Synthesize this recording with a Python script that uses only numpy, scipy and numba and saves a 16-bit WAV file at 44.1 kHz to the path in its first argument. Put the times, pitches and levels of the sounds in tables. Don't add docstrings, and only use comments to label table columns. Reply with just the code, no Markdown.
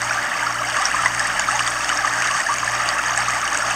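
import sys
import numpy as np
from scipy import signal
from scipy.fft import rfft, irfft
from scipy.io import wavfile
from scipy.ndimage import uniform_filter1d
from numba import njit

SR = 44100
rng = np.random.default_rng(int(sys.argv[2]) if len(sys.argv) > 2 else 0)


def wrap_up_sound(samples):
    columns = np.atleast_2d(samples).T
    tamed = np.clip(columns, -1, 1)
    steps = np.round(tamed * 32767).astype(np.int16)
    wavfile.write(sys.argv[1], SR, steps)


N = 165375

GLIDE = 0.086

# time in seconds, level below 4 kHz in dB, level above 4 kHz in dB.
FLOW_LEVELS = [(0, -20, -28.5), (.25, -24, -35.5), (.5, -23, -34), (.75, -22.5, -31.5), (.97, -21, -29.5),
               (1.13, -24.5, -32.5), (1.35, -22, -32.5), (1.58, -22, -29), (1.8, -23.5, -30),
               (2.1, -22.5, -32), (2.4, -23, -30.5), (2.7, -21.5, -31), (3, -22, -33), (3.2, -22, -31.5),
               (3.45, -23, -31), (3.75, -21.5, -30)]
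SPLIT_HZ = 4000
BED_DB, FROTH_DB, SPRAY_DB = -2.5, -5.5, -11.5
SURGE_DB, SURGE_RATE_HZ = .7, 9.62


def rush():
    mix = level(wash(), BED_DB) + level(froth(), FROTH_DB) + level(spray(), SPRAY_DB)
    mix = water_colour(mix)
    low = signal.sosfiltfilt(signal.butter(4, SPLIT_HZ, fs=SR, output="sos"), mix)
    high = mix - low
    flow_s, low_db, high_db = np.array(FLOW_LEVELS).T
    now = np.arange(N) / SR
    low = level(low, 0) * undb(np.interp(now, flow_s, low_db))
    high = level(high, 0) * undb(np.interp(now, flow_s, high_db))
    return (low + high) * undb(SURGE_DB * walk(SURGE_RATE_HZ))


def wash():
    flicker_db, flicker_rate_hz = 1.5, 40.15
    return rng.standard_normal(N) * undb(flicker_db * walk(flicker_rate_hz))


FROTH_PER_S, FROTH_SPREAD_DB = 1600, 3
FROTH_CYCLES, FROTH_ATTACK_CYCLES = 7.67, 4.8


def froth():
    place, pitch, size, length = rng.random((int(FROTH_PER_S * N / SR), 4)).T
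    hz = 500 * 22 ** pitch
    gain = hz * sizes(size, FROTH_SPREAD_DB)
    cycles = FROTH_CYCLES * (.5 + length)
    return bubbles(N, place * N / SR, hz, cycles, gain, GLIDE + 0 * hz, FROTH_ATTACK_CYCLES)


SPRAY_PER_S, SPRAY_SPREAD_DB, SPRAY_HZ = 400, 4, 2960


def spray():
    place, size = rng.random((int(SPRAY_PER_S * N / SR), 2)).T
    puffs = splash(place * N / SR, sizes(size, SPRAY_SPREAD_DB))
    return signal.sosfilt(signal.butter(1, SPRAY_HZ, "high", fs=SR, output="sos"), puffs)


def drops():
    return plops() + gurgles() + pockets() + pings()


# start in seconds, gain before the envelope in dB, starting pitch in Hz,
# decay length in cycles.
LARGE_BUBBLES = [(0.109, -0.5, 1380, 5.8), (0.3163, -4, 1730, 5.5), (0.3405, -15, 1640, 8),
                 (0.3648, -21, 1110, 6.1), (0.4264, -4, 1490, 6.7), (0.483, -16, 1700, 6.5),
                 (0.5042, -13, 1250, 7.4), (0.5945, -7.5, 1200, 6.4), (0.6374, -10, 1540, 7.2),
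                 (0.6878, -13, 1540, 9.5), (0.7325, -14, 1620, 4.2), (0.7677, -12, 1140, 9.3),
                 (0.822, -8, 1150, 5.4), (0.8827, -12, 1270, 8), (0.9402, -14, 1140, 13),
                 (1.009, -18, 1140, 9.9), (1.035, 0.5, 1180, 4.3), (1.0587, 2.5, 1846, 8.2),
                 (1.1767, -10, 1640, 8.8), (1.2014, -3.5, 1680, 8), (1.2511, -5.5, 1720, 8.4),
                 (1.355, -19, 1255, 9.1), (1.485, -3, 1210, 9), (1.506, -10, 1630, 9.5),
                 (1.558, -12, 1690, 9), (1.6036, -8, 1160, 9.5), (1.6654, -15, 1840, 9.4),
                 (1.6995, -16, 1660, 8), (1.843, -6.5, 1620, 7.6), (1.8986, -6, 1370, 8),
                 (1.924, -3, 1114, 5.4), (1.9884, -8, 1570, 11), (2.0338, -15, 1630, 6.9),
                 (2.0464, -3, 1100, 5.9), (2.075, -3, 1670, 6.4), (2.1809, -18, 1340, 10),
                 (2.266, -12, 1620, 6.1), (2.3125, -15, 1070, 17), (2.3485, -6, 1080, 5.5),
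                 (2.3979, -10.5, 1760, 17), (2.489, -13.5, 1104, 21), (2.6284, -9, 1170, 6.7),
                 (2.6754, -5, 1630, 8), (2.7275, -8.5, 1140, 6), (2.8789, -12, 1270, 6.6),
                 (2.9323, -10, 1660, 9.9), (2.989, -10.5, 1345, 12), (3.0596, -5, 1630, 5.4),
                 (3.1738, -5.5, 1660, 8.5), (3.26, -13, 1700, 8.7), (3.2802, -4.5, 1150, 6.7),
                 (3.406, -9, 1310, 5.8), (3.5242, -9, 1680, 8), (3.551, -3, 1460, 7),
                 (3.621, -11, 1300, 12), (3.69, -25, 1150, 6.6)]


def plops():
    return ring(LARGE_BUBBLES, GLIDE)


# start in seconds, gain before the envelope in dB, starting pitch in Hz,
# decay length in cycles, rise of pitch by the decay length as a share.
DEEP_GURGLES = [(0.427, -17, 907, 16, 0.048), (0.603, -20.5, 590, 9, 0.083), (0.69, -21, 850, 11, 0.1),
                (0.801, -11.5, 724, 9.7, 0.091), (0.94, -14, 977, 15, 0.094), (1.037, -8, 780, 4.3, 0.068),
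                (1.059, -7, 970, 8.5, 0.12), (1.355, -16, 824, 10, 0.1), (1.394, -27, 800, 12, 0.071),
                (1.52, -26, 760, 4.4, 0.12), (2.05, -15.5, 796, 8.8, 0.083), (2.485, -13.5, 890, 13, 0.082),
                (2.631, -10.5, 990, 7.7, 0.1), (2.688, -20, 810, 15, 0.1), (3.089, -11, 920, 6.6, 0.06),
                (3.121, -25, 666, 10, 0.094), (3.178, -14.5, 743, 12.4, 0.1), (3.23, -12, 840, 4.9, 0.051),
                (3.362, -20, 850, 16, 0.062), (3.513, -12, 784, 5.9, 0.1), (3.583, -28.5, 590, 15, 0.083),
                (3.682, -28, 980, 10, 0.12)]


def gurgles():
    return ring(DEEP_GURGLES, np.array(DEEP_GURGLES)[:, 4])


# start in seconds, gain before envelope and flutter in dB,
# starting pitch in Hz, decay length in cycles, rise of pitch by the decay length as a share.
AIR_POCKETS = [(1.515, -21.5, 726, 85.3, 0.54), (2.492, -15.5, 1040, 38.6, 0.16),
               (3.176, -13, 1660, 27.8, 0.041)]
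FLUTTER_DB, FLUTTER_RATE_HZ = 3, 150


def pockets():
    return ring(AIR_POCKETS, np.array(AIR_POCKETS)[:, 4]) * undb(FLUTTER_DB * walk(FLUTTER_RATE_HZ))


# start in seconds, gain before the envelope in dB, starting pitch in Hz,
# decay length in cycles, drive of the splash tick above the ping gain in dB.
DROPLET_PINGS = [(0.0172, -11, 7800, 11, 17.5), (0.107, -20, 5340, 17, 17), (0.3403, -20, 2500, 14, 22),
                 (0.6313, -21.5, 2630, 12, 18), (0.6867, -25, 2880, 13, 31), (0.6983, -22, 3010, 6.7, 33.5),
                 (0.7674, -17.5, 2560, 14, 27), (0.82, -20, 6700, 10, 31), (0.854, -3, 5350, 15.3, 9),
                 (0.8954, -30, 2870, 9.1, 13), (1.0585, -20, 2790, 8.7, 32), (1.1483, -19, 6300, 12, 29),
                 (1.1946, -11.5, 4800, 14, 23), (1.2717, -12, 8000, 15, 11), (1.395, -7, 6560, 14, 22),
                 (1.494, -14, 6200, 10, 20), (1.514, -12.5, 2560, 7.2, 21), (1.5569, -12, 6100, 16, 12),
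                 (1.5931, -19.5, 2810, 22, 36), (1.676, -2, 3170, 4, 13), (1.7165, -19, 3130, 10, 12),
                 (1.806, -17.5, 2550, 15, 12), (1.8447, -13, 5230, 13, 22), (1.8921, -14.5, 2860, 17, 25.5),
                 (1.9739, -14, 5300, 13.5, 22.5), (2.0731, -20, 2590, 8, 31), (2.1362, -14, 6300, 16, 21),
                 (2.2215, -19, 2370, 16, 31.5), (2.2442, -15.5, 6000, 18, 15),
                 (2.2725, -18, 2770, 9.3, 28.5), (2.3114, -10.5, 2700, 7.2, 19),
                 (2.368, -18.5, 8530, 12, 26.5), (2.4038, -9.5, 7500, 10, 21),
                 (2.5401, -12.5, 6000, 8.6, 26), (2.583, -13, 6330, 21, 17), (2.6652, -14.5, 2580, 8.4, 17),
                 (2.7188, -21, 5600, 10, 25), (2.7502, -17, 5230, 14, 22), (2.7911, -22, 6500, 12, 19),
                 (2.8887, -7.5, 4420, 12.7, 20.5), (2.9846, -17, 2500, 11, 25), (3.0367, -18, 2950, 11, 22),
                 (3.0744, -23, 2790, 11, 19), (3.1351, -20, 2680, 14, 14), (3.1757, -8.5, 7440, 15, 22),
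                 (3.2053, -14.5, 4400, 12, 18), (3.257, -19, 2450, 18, 23), (3.2856, -6.5, 5920, 8.4, 3),
                 (3.3057, -17.5, 6200, 15, 24), (3.3533, -22, 6600, 12, 22), (3.4151, -18, 6450, 15, 26.5),
                 (3.4765, -15.5, 2770, 12.5, 27), (3.5463, -14.5, 2380, 10, 26), (3.5738, 2.5, 6850, 4, 7),
                 (3.68, -21, 6200, 16, 15), (3.708, -15, 2500, 16, 12)]


def pings():
    start_s, gain_db, _, _, tick_db = np.array(DROPLET_PINGS).T
    ticks = splash(start_s, undb(gain_db + tick_db))
    ticks = np.diff(ticks, prepend=0)
    return ring(DROPLET_PINGS, GLIDE) + water_colour(ticks)


# frequency in Hz, gain in dB.
WATER_COLOUR = [(400, -28), (520, -19.5), (600, -10), (800, -6), (1030, -8), (1170, 1), (1450, -5),
                (1700, -0.5), (2000, -6), (2300, -11.5), (3000, -13), (3400, -21.5), (3900, -24),
                (4100, -40.5), (4300, -24.5), (4600, -20), (4900, -22), (5150, -25.5), (5600, -17.5),
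                (5900, -25), (6500, -16.5), (7200, -29), (7800, -24.5), (8500, -22), (8900, -26.5),
                (9200, -45), (9600, -38), (10500, -42.5), (11200, -53)]


def water_colour(x):
    return colour(x, WATER_COLOUR)


def ring(table, rise):
    start_s, gain_db, hz, cycles = np.array(table, float)[:, :4].T.copy()
    attack_cycles = 5.23
    return bubbles(N, start_s, hz, np.maximum(cycles, 1), undb(gain_db), rise + 0 * start_s, attack_cycles)


@njit
def bubbles(size, start, hz, cycles, gain, glide, attack):
    out = np.zeros(size)
    for k in range(len(start)):
        step = hz[k] / SR
        phase = 0.
        for i in range(int(start[k] * SR), size):
            phase += step * (1 + glide[k] * phase / cycles[k])
            if phase > 3 * cycles[k]:
                break
            envelope = (1 - np.exp(-phase / attack)) * np.exp(-(phase / cycles[k]) ** 2)
            out[i] += gain[k] * envelope * np.sin(2 * np.pi * phase)
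    return out


def splash(start_s, gain):
    tick_s = .0005
    ticks, pole = np.zeros(N), np.exp(-1 / (tick_s * SR))
    ticks[(start_s * SR).astype(int)] = gain
    envelope = signal.lfilter([1], [1, -2 * pole, pole * pole], ticks)
    return np.e * (1 - pole) * envelope * rng.standard_normal(N)


def sizes(u, spread_db):
    loudest_db = 12
    return undb(np.minimum(-spread_db * np.log(1 - u), loudest_db))


def echo(near):
    echo_db, t60_s, gap_s = -10, .05, .003
    t = np.arange(int(.1 * SR)) / SR
    tail = rng.standard_normal(len(t)) * undb(-60 * t / t60_s) * (t > gap_s)
    tail /= np.sqrt(np.sum(tail ** 2))
    return undb(echo_db) * signal.fftconvolve(near, tail)[:N]


# multiple of the shaft rate, level in dB rms before swell, dip or wobble.
MOTOR_PARTIALS = [(1, -47.5), (2, -47.5), (3, -54), (4, -61.5), (5, -51), (8, -56), (10, -45)]
SHAFT_HZ, IN_STEP_S = 59.06, .85
SWELL_S, SWELL_TOP_S = 1.95, 1.36
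DIP_S, DIP_WIDTH_S, DIP_DEPTH = 2.05, .3, .7
WOBBLE_DB, WOBBLE_RATE_HZ = 3, 8.13


def motor():
    t = np.arange(N) / SR
    swell = np.tanh(2 * np.cos(np.pi * (t - SWELL_TOP_S) / SWELL_S))
    dip = 1 - DIP_DEPTH * np.exp(-((t - DIP_S) / DIP_WIDTH_S) ** 2)
    out = np.zeros(N)
    for multiple, db in MOTOR_PARTIALS:
        multiple = round(multiple)
        shape = undb(WOBBLE_DB * walk(WOBBLE_RATE_HZ))
        if multiple == 1:
            shape = swell
        elif multiple == 2:
            shape = dip
        out += undb(db) * shape * np.sin(2 * np.pi * multiple * SHAFT_HZ * (t - IN_STEP_S))
    return np.sqrt(2) * out


def mains_hum():
    hum_hz, hum_db, fifth_db = 120., -46, -57.5
    turn = 2 * np.pi * hum_hz * (np.arange(N) / SR - IN_STEP_S)
    return -np.sqrt(2) * (undb(hum_db) * np.sin(turn) + undb(fifth_db) * np.sin(5 * turn))


# frequency in Hz, gain in dB.
RUMBLE_COLOUR = [(20, -2), (35, -14), (48, -8), (90, -4), (200, -3), (290, 2), (430, -5.5), (700, -7)]


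def outdoor_rumble():
    rumble_db = -44
    return level(colour(rng.standard_normal(N), RUMBLE_COLOUR), rumble_db)


def undb(db):
    return 10 ** (np.asarray(db) / 20)


def level(x, db):
    return x * undb(db) / np.sqrt(np.mean(x ** 2))


def walk(rate):
    hold = int(SR / rate)
    steps = np.repeat(rng.standard_normal(N // hold + 1), hold)
    return 1.22 * uniform_filter1d(uniform_filter1d(steps, hold), hold)[:N]


def colour(x, table):
    hz, db = np.array(table, float).T
    f = np.maximum(np.arange(2049) * SR / 4096, 1)
    gain_db = np.interp(np.log(f), np.log(hz), db, right=-90)
    cepstrum = irfft(np.log(undb(gain_db)))
    cepstrum[1:2048] *= 2
    cepstrum[2049:] = 0
    return signal.fftconvolve(x, irfft(np.exp(rfft(cepstrum))))[:N]


def scene():
    near = drops()
    walls = echo(near)
    rumble = outdoor_rumble()
    return (rush() + near + walls + motor() + mains_hum() + rumble)[None]


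def record(dry):
    hiss_db, top_hz = -46.5, 15620
    wet = dry + level(rng.standard_normal(dry.shape), hiss_db)
    return signal.sosfilt(signal.ellip(16, .5, 60, top_hz, fs=SR, output="sos"), wet)


dry = scene()
out = record(dry)
wrap_up_sound(out)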